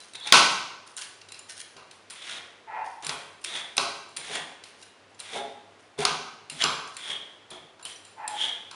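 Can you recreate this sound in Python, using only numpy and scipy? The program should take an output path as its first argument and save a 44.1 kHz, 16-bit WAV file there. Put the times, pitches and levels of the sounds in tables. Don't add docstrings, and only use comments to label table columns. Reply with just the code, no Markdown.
import sys
import numpy as np
from scipy import signal
from scipy.fft import rfft, irfft
from scipy.io import wavfile
from scipy.ndimage import uniform_filter1d

SR = 44100
rng = np.random.default_rng(int(sys.argv[2]) if len(sys.argv) > 2 else 0)


def unload_wav(signal):
    wavfile.write(
        sys.argv[1],
        SR,
        np.round(np.clip(np.atleast_2d(signal).T, -1, 1) * 32767).astype(np.int16),
    )


def natural_amplitude(level_db):
    exponent = np.asarray(level_db, float) / 20
    return 10 ** exponent


N = 385875


def evened(x):
    return x / np.sqrt(np.mean(x ** 2) + 1e-20)


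def read(points, hz):
    f, value = np.transpose(points)
    return np.interp(np.log(hz + 1), np.log(f + 1), value)


def add(mix, s, sound):
    part = mix[round(s * SR):][:len(sound)]
    part += sound[:len(part)]


def colour(x, points):
    gain_db = read(points, np.fft.rfftfreq(len(x), 1 / SR))
    return irfft(rfft(x) * natural_amplitude(gain_db), len(x))


def resonate(x, hz, width):
    turn = np.exp(2j * np.pi * np.cumsum(hz * np.ones(len(x))) / SR)
    r = np.exp(-np.pi * width / SR)
    return 2 * (turn * signal.lfilter([1 - r], [1, -r], x / turn)).real


def ring(modes, luck, spread_db, size):
    t = np.arange(size) / SR
    total = np.zeros(size)
    for k, (hz, db, t60) in enumerate(modes):
        level = natural_amplitude(db + spread_db * luck[k] - 60 * t / t60)
        tuned_hz = hz * (1 + .008 * luck[-1 - k])
        total += (-1) ** k * level * np.sin(2 * np.pi * tuned_hz * t)
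    return total


def unpack(rows):
    s, *columns = np.transpose(rows)
    t = np.arange(s[0], s[-1], 1 / SR)
    fade = signal.windows.tukey(len(t), min(1, 400 / len(t)))
    return s[0], fade, [np.interp(t, s, c) for c in columns]


# frequency in Hz, level in dB per Hz.
AIR = [(25, -32), (60, -15), (130, -9), (400, 0), (1000, -3), (2700, -8), (4000, -12.5), (7800, -22),
       (9300, -24.5), (10500, -24.5), (12000, -48.5)]
# frequency in Hz, width in Hz, level in dB.
HUM = [(99.5, 13, -73.5)]


def air():
    noise, drift, buzz = rng.standard_normal((3, N))
    swell_db = 0.48 * evened(uniform_filter1d(drift, 6000))
    sound = natural_amplitude(-57 + swell_db) * evened(colour(noise, AIR))
    for hz, width, db in HUM:
        sound += natural_amplitude(db) * evened(resonate(resonate(buzz, hz, width), hz, width))
    return sound


# frequency in Hz, time to fall by 60 dB in seconds.
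ECHO_TIME = [(100, 0.79), (400, 0.74), (1200, 0.82), (3500, 0.68), (7000, 0.68), (11000, 0.53)]
# frequency in Hz, level in dB.
WALLS = [(100, -4), (500, -3.5), (1300, -4.5), (3500, -6.5), (7000, -10.5), (11000, -8)]


def kitchen(x):
    out, t = np.zeros(N), np.arange(N) / SR
    for k in range(3):
        hz, u, z = signal.stft(rng.standard_normal(SR), SR, nperseg=256)
        dying = natural_amplitude(-60 * u / read(ECHO_TIME, hz)[:, None])
        tail = signal.istft(z * dying, SR, nperseg=256)[1]
        late = np.maximum(np.arange(len(tail)) / SR - .002, 0)
        tail = tail * (1 - np.exp(-late / .007))
        share = np.sqrt(2 / 3) * np.cos(2 * np.pi * (t / 1.7 + k / 3))
        out += signal.fftconvolve(x * share, tail / np.linalg.norm(tail))[:N]
    return colour(out, WALLS)


# time in seconds, effort in dB, pitch in Hz, hoarseness from 0 to 1.
YAPS = [
    [(2.65, -53, 859, 0.53), (2.682, -36, 874, 0.55), (2.758, -31.5, 868, 0.57), (2.82, -32.5, 861, 0.44)],
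    [(8.16, -34.5, 862, 0.5), (8.226, -38, 892, 0.62), (8.244, -27.5, 871, 0.3), (8.286, -49, 892, 0.35),
     (8.31, -37, 884, 0.3), (8.34, -42, 810, 0.2)],
]
# harmonic number, level in dB.
YAP_TONES = [(1, 0), (2, -11), (3, -21)]
# frequency in Hz, width in Hz, level in dB.
YAP_THROAT = [(850, 390, -3.5), (1255, 330, -14), (1985, 250, -9), (2380, 230, -14)]


def yap(rows):
    s, fade, (effort_db, hz, hoarse) = unpack(rows)
    noise, waver = rng.standard_normal((2, len(hz)))
    opening = np.minimum(np.arange(len(hz)) / SR / 0.031, 1)
    wavering_hz = hz * (1 + 0.0394 * evened(uniform_filter1d(waver, 500)))
    turns = np.cumsum(wavering_hz) / SR
    tones, rasp = np.zeros((2, len(hz)))
    for k, db in YAP_TONES:
        tones += natural_amplitude(db) * opening ** k * np.sin(2 * np.pi * k * turns)
    for f, width, db in YAP_THROAT:
        rasp += natural_amplitude(db) * opening ** (f / 900) * resonate(resonate(noise, f, width), f, width)
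    voice = (1 - hoarse) * evened(tones) + hoarse * evened(rasp)
    return s, natural_amplitude(effort_db + 2.5) * fade * voice


# time in seconds, level in dB.
RUSTLES = [
    [(0.0, -49), (0.008, -52), (0.13, -61.5)],
    [(0.86, -63.5), (0.876, -52), (0.956, -63.5), (0.96, -55)],
    [(0.972, -31), (1.0, -44.5), (1.014, -43), (1.06, -46.5)],
    [(1.48, -61.5), (1.5, -36.5), (1.546, -57), (1.62, -36.5)],
    [(2.84, -65.5), (2.844, -54), (3.018, -67), (3.02, -60)],
    [(3.37, -68), (3.382, -78), (3.436, -56), (3.44, -38)],
    [(4.77, -66.5), (4.836, -48), (4.842, -59), (4.9, -65)],
    [(5.09, -84), (5.1, -69), (5.176, -83.5), (5.2, -34)],
    [(5.79, -77), (5.798, -58), (5.804, -65), (5.966, -82), (5.97, -74)],
    [(6.87, -56), (6.874, -47), (6.912, -61), (6.96, -55)],
    [(7.68, -94), (7.788, -91), (7.792, -78), (7.82, -55)],
]
# frequency in Hz, level in dB per Hz.
PEEL = [(880, -53), (1500, -4), (2530, -12), (2810, -3), (3480, -7), (3900, -8), (5490, -5), (7990, -11),
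        (9250, -8.5), (10500, -11), (13700, -40.5), (22000, -120)]


def rustle(rows):
    s, fade, (level_db,) = unpack(rows)
    noise, grip = rng.standard_normal((2, len(fade)))
    snaps = noise * natural_amplitude(4.2 * evened(uniform_filter1d(grip, 130)))
    return s, natural_amplitude(level_db - 1.5) * fade * evened(colour(snaps, PEEL))


# start in seconds, peak in dB, frequency in Hz, time to fall by 60 dB in seconds.
PINGS = [(.008, -48, 4000, 0.17), (.155, -51, 3850, .2), (.21, -39, 3400, 0.17), (.235, -39, 4330, 0.066),
         (.262, -39, 850, 0.31), (.33, -10.5, 1510, 0.13), (1.217, -49, 3900, 0.068),
         (1.289, -48, 3900, 0.083), (1.323, -45.5, 4020, 0.17), (1.324, -49, 2790, 0.11),
         (1.346, -43, 2740, 0.073), (1.5, -54, 4010, 0.22), (1.52, -48, 2850, 0.11),
         (1.6, -38, 9300, 0.059), (2.11, -47, 9200, 0.22), (4.172, -42, 9200, 0.31),
         (5.195, -50.5, 4150, 0.11), (6.055, -23.5, 1222, 0.12), (6.5, -44, 4070, 0.25),
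         (6.643, -26, 1140, 0.27), (6.643, -24, 2830, 0.084), (7.85, -40, 2940, 0.14),
         (7.925, -41, 5900, 0.044), (7.96, -36, 5830, .05)]


def ping(row, luck):
    s, db, hz, t60 = row
    t = np.arange(6000) / SR
    uneven = 1 + 0.31 * np.interp(t, np.arange(40) * 0.0061, luck[:40])
    swing = np.sin(2 * np.pi * hz * t) * signal.windows.tukey(6000, .06)
    sound = natural_amplitude(db - 60 * t / t60) * uneven * swing
    return sound, natural_amplitude(-2.0) * sound


# start in seconds, peak in dB, ring in Hz,
# overtone level in dB, counter boom in dB, level sent to the room in dB.
THUMPS = [(0.338, -18, 244, -9, -8.5, -3), (1.763, -37.5, 384, 7.5, -6, 3.5),
          (3.06, -36, 428, -10, -7.5, 10.5), (3.448, -40, 334, 2, -14, 13),
          (3.781, -16.5, 414, 11.5, -17, 4), (4.189, -32, 356, 17.5, 5, 4.5),
          (4.297, -28.5, 417, 6.5, -9, 6.5), (5.329, -30, 451, 2.5, -21, -18),
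          (5.346, -22.5, 416.5, 11, -27, 12.5), (5.989, -12.5, 402, -15, -10.5, 2),
          (6.02, -32, 390, -13, -15, 8), (6.52, -34, 250, 1, -7, 6), (6.648, -22, 414, -16, -8, 1.5),
          (7.094, -35.5, 417.6, -8, -11, 6.5), (7.513, -33.5, 376, -2, -7, 3)]
# ratio to the ring, level in dB, time to fall by 60 dB in seconds.
SQUASH = [(0.598, -5.5, 0.1), (1.012, 7.5, .07)]
# ratio to the ring, level in dB, time to fall by 60 dB in seconds.
SQUASH_UPPER = [(1.33, -4.5, 0.061), (1.632, -4, 0.071), (1.979, -6.5, .1)]
# frequency in Hz, level in dB, time to fall by 60 dB in seconds.
COUNTER = [(60.6, 6.5, 0.16), (151, 3.5, 0.19)]


def thump(row, luck):
    s, db, hz, upper_db, boom_db, room_db = row
    modes = [(hz * ratio, d, t60) for ratio, d, t60 in SQUASH]
    modes += [(hz * ratio, d + upper_db, t60) for ratio, d, t60 in SQUASH_UPPER]
    modes += [(f, d + boom_db, t60) for f, d, t60 in COUNTER]
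    soft_start = 1 - np.exp(-np.arange(9000) / SR / 0.0092)
    body = ring(modes, luck, 1.0, size=9000) * soft_start
    body = natural_amplitude(db - 8) * body / abs(body).max()
    return body, natural_amplitude(room_db) * body


# start in seconds, peak in dB, blade ring in dB,
# handle knock in dB, brightness in dB, level sent to the room in dB.
TICKS = [(0.0034, -34, -13, -18.5, -16.5, 8.5), (0.1357, -29.5, -4, -18.5, -10.5, 1.5),
         (0.1545, -27, -7, -33, -19.5, 5), (0.1994, -32.5, -9.5, -13.5, -12.5, 6),
         (0.2732, -17.5, -11.5, -21, -24, 6.5), (0.3241, 12, -17, -16, -22.5, 7.5),
         (0.8718, -40, -8, -5, -10.5, 5), (0.9666, -19.5, -1, -17, 1, 7.5),
         (1.0196, -22, -16.5, -38, -21, 4.5), (1.2156, -33.5, -6, -29.5, -30, 2),
         (1.288, -34, -11.5, -18, -15.5, 8), (1.3212, -24, -9.5, -40, -10, 4.5),
         (1.3447, -30.5, -7.5, -39, -26, 8.5), (1.392, -28, 11.5, -5.5, -8, 2),
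         (1.4114, -54, -8, -6, -25, 1), (1.496, -37.5, 1, -14, -15.5, 5), (1.5226, -34, -5, -30, -7, 0.5),
         (1.5964, -30.5, -14, -17, -1.5, 1), (1.7671, -34, -4.5, -9, -45, 9),
         (1.912, -31.5, -18, -22.5, -15.5, 7), (2.1004, -25.5, -12, -34, -13, 6.5),
         (2.1061, -24.5, -9, -21, -12.5, 6.5), (3.025, -30, -12, -11, -16.5, 8),
         (3.047, -23, 10, -8, -9.5, 4.5), (3.0672, -11.5, -12, -22, -8.5, 5.5),
         (3.0942, -12.5, -8.5, -10, -30, 1.5), (3.4154, -38, -4.5, -14, 0, -5),
         (3.4421, -21, -7.5, -20, -11, 2), (3.4465, -13, -17.5, -50, -13.5, 4.5),
         (3.7686, -9.5, -13, -22.5, -6, 7.5), (3.78, -3, -9, -14.5, -31.5, 4),
         (4.0898, -38, 4, -16, -3, 10), (4.1658, -21.5, -6, -23, -13.5, 7), (4.1701, -13, -12, -27, -13, 2),
         (4.354, -20.5, -2.5, -12, -5, -0.5), (4.6387, -29, -19, -29, -15, 8),
         (4.8256, -32.5, 10, -23, 0, 3), (5.1467, -44, 1, -6, -31, -2), (5.201, -21.5, -5.5, -24, -8, 3),
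         (5.9895, -21.5, -7, -30, -15.5, 1.5), (6.0048, -18.5, -13, -13, -12, 8),
         (6.0522, 0.5, -17.5, -14, -24, 4), (6.4994, -16.5, -8, -30, -10, 7),
         (6.6224, -15.5, -2, -13, -37, 13), (6.6395, -3, -7.5, -9.5, -26.5, 3.5),
         (6.9676, -14.5, -6, -25, -11.5, 3.5), (7.505, -32, 2, -13.5, -20, 3.5),
         (7.7961, -37, -7, 0, -29, 5.5), (7.8276, -33.5, 11, -42.5, -18.5, 9),
         (7.8524, -16, -11.5, -35, -8.5, 8), (8.0506, -36, -3, -25, -14.5, 10.5),
         (8.2783, -13.5, -5, -41, -6.5, 3), (8.7123, -26.5, -4.5, -9, -20.5, 7)]
# frequency in Hz, level in dB.
CRACK = [(60, -49), (300, -33), (1000, -15.5), (2500, 0), (4500, -1), (6500, -4), (8000, -8.5),
         (11000, -10)]
# frequency in Hz, level in dB, time to fall by 60 dB in seconds.
BLADE = [(2790, -9, 0.054), (3900, -1, 0.015), (5250, -11.5, 0.027), (7200, 3, 0.023), (9600, -6, .012),
         (10650, -7, 0.014)]
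# frequency in Hz, level in dB, time to fall by 60 dB in seconds.
HANDLE = [(705, -7.5, .012), (800, -10.5, .014), (1080, 12.5, 0.012), (1290, 5, 0.034), (1554, 6, 0.0199),
          (1800, -7, 0.011)]


def tick(row, luck):
    s, db, ring_db, knock_db, bright_db, room_db = row
    t = np.arange(len(luck) - 20) / SR - .003
    length = 0.013 * natural_amplitude(-.2 * db)
    chatter = natural_amplitude(-60 * abs(t) / np.where(t < 0, 0.27 * length, length))
    chatter = chatter + .12 * natural_amplitude(-60 * t / .04) * (t > 0)
    rattle = luck[20:] * chatter
    click = 1. * (t == t[130])
    bright_crack = [(f, d + (bright_db + 17) * (f > 7000)) for f, d in CRACK]
    sounds = []
    for blow, weight_db in ((rattle, 4.0), (click, 9.0)):
        crack = evened(colour(blow, bright_crack))
        blade = evened(np.convolve(blow, ring(BLADE, luck, 4.2, size=1400))[:len(t)])
        knock = evened(np.convolve(blow, ring(HANDLE, luck[6:], 0.56, size=1200))[:len(t)])
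        sounds.append(crack + natural_amplitude(ring_db) * blade + natural_amplitude(knock_db + weight_db) * knock)
    scale = natural_amplitude(db - 3.0) / abs(sounds[0]).max()
    return scale * sounds[0], scale * natural_amplitude(room_db) * sounds[1]


# time in seconds,
# pressure in dB, blade squeal in dB, squeal pitch in Hz, flesh rumble in dB.
STROKES = [
    [(0.145, -44, -10, 3690, -7.5), (0.153, -37, -2.5, 3820, -8.5), (0.187, -65.5, 7.5, 3650, -11.5),
     (0.271, -35, -0.5, 3610, -3.5), (0.31, -37, -10.5, 3800, -26)],
    [(2.11, -42.5, -6, 3550, -25), (2.134, -48.5, -11.5, 3470, -15), (2.198, -46.5, -10, 3310, -31.5),
     (2.218, -42.5, -3, 3470, -20), (2.296, -33.5, -22, 3600, -21.5), (2.39, -42, -7, 3570, 0)],
    [(3.03, -41, -5, 3350, 9), (3.068, -36.5, -27, 3410, -15), (3.088, -47.5, -14, 3370, -8),
     (3.092, -32.5, -21, 3330, -8.5), (3.16, -46.5, -15, 3630, 5)],
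    [(3.45, -31, 0, 3460, -17.5), (3.454, -39, -3, 3440, -31.5), (3.52, -40.5, -2, 3700, -2.5),
     (3.558, -28.5, -8, 3570, -14.5), (3.62, -42.5, -6.5, 3360, -7)],
    [(4.175, -34, -4, 3400, -20.5), (4.183, -44, -15, 3380, 4), (4.223, -43.5, -34.5, 3380, -26.5),
     (4.285, -37, -29, 3250, -9), (4.361, -28, -22, 3260, -6.5), (4.42, -51, -16, 3340, 6.5)],
    [(5.205, -37, -12.5, 3810, -7), (5.217, -46, -38, 3740, -5), (5.273, -42.5, -20, 3500, -19),
     (5.371, -34.5, -8.5, 3580, 4.5), (5.41, -50, -3, 3450, -1)],
    [(5.975, -63.5, 6, 3430, 20), (5.991, -34, -9, 3500, 3), (6.042, -31.5, -16, 3330, 7)],
    [(6.503, -42.5, -8, 3870, -15), (6.511, -45, -23, 3920, -4.5), (6.559, -50, -21, 3330, -1),
     (6.593, -36, -11, 3300, -21), (6.625, -20.5, 6, 3190, -6)],
    [(6.972, -36, -12, 3610, -15), (6.98, -42, -13, 3620, -31), (7.018, -42.5, -4, 3370, -18),
     (7.114, -32.5, -2.5, 3280, -7.5), (7.17, -55.5, 11, 3200, -3)],
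    [(7.51, -37, -3.5, 3430, -3.5), (7.52, -46.5, -5, 3370, 8.5), (7.6, -61, 6, 3200, 2)],
    [(7.856, -52, 13, 3130, 19), (7.9, -47.5, -21, 3100, -38), (7.93, -41.5, -0.5, 3110, -11)],
    [(8.284, -43, -6, 3340, -17), (8.332, -48, -4, 3280, 4.5), (8.408, -31.5, 1.5, 3250, -18.5),
     (8.458, -34, 3, 3310, -4.5), (8.5, -39.5, -21, 3220, -12.5)],
]
# frequency in Hz, level in dB per Hz.
SKIN = [(400, -22.5), (800, -17.5), (1400, -5.5), (2100, -0.5), (2700, -4), (3400, 0.5), (4600, -9),
        (6000, -10), (9400, -15), (10500, -18.5), (12000, -38.5)]
# frequency in Hz, width in Hz, level in dB.
FLESH = [(224.5, 360, -2), (406, 140, 9), (698, 270, 20), (965, 200, -18.5)]


def stroke(rows):
    s, fade, (pressure_db, squeal_db, hz, rumble_db) = unpack(rows)
    noise, grip = rng.standard_normal((2, len(hz)))
    tears = noise * natural_amplitude(2.2 * evened(uniform_filter1d(grip, 150)))
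    squeal = evened(resonate(resonate(tears, hz, 600), hz, 600))
    rumble = evened(sum(natural_amplitude(db) * resonate(noise, f, width) for f, width, db in FLESH))
    sound = evened(colour(tears, SKIN))
    sound = sound + natural_amplitude(1.4 * squeal_db + 3.5) * squeal
    sound = sound + natural_amplitude(rumble_db - 2.5) * rumble
    return s, natural_amplitude(pressure_db - 4.5) * fade * sound


# frequency in Hz, level in dB.
MICROPHONE = [(40, -24.5), (150, -1.5), (6800, 0.5), (7900, -2.5), (9300, 5.5), (10400, 1)]


def scene():
    near, echo = np.zeros((2, N))
    hush = air()
    for source, events, lead in ((tick, TICKS, .003), (thump, THUMPS, .002), (ping, PINGS, .002)):
        for row, luck in zip(events, rng.standard_normal((len(events), 1500))):
            direct, sent = source(row, luck)
            add(near, row[0] - lead, direct)
            add(echo, row[0] - lead, sent)
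    # source, tables, near level in dB, echo level in dB
    layers = ((stroke, STROKES, .1, 4.0), (rustle, RUSTLES, .1, 3.0), (yap, YAPS, -9, 1.5))
    for source, tables, near_db, echo_db in layers:
        for rows in tables:
            s, sound = source(rows)
            add(near, s, natural_amplitude(near_db) * sound)
            add(echo, s, natural_amplitude(echo_db) * sound)
    return (colour(near + kitchen(echo), MICROPHONE) + hush)[None]


def roll_off(x):
    return signal.sosfilt(signal.butter(12, 10690, fs=SR, output="sos"), x)


def record(dry):
    low_pass = signal.firwin(121, 11400, window=("kaiser", 8), fs=SR)
    limited = signal.oaconvolve(dry, low_pass[None], "same")
    return roll_off(np.clip(limited, -1, 1))


dry = scene()
out = record(dry)
unload_wav(out)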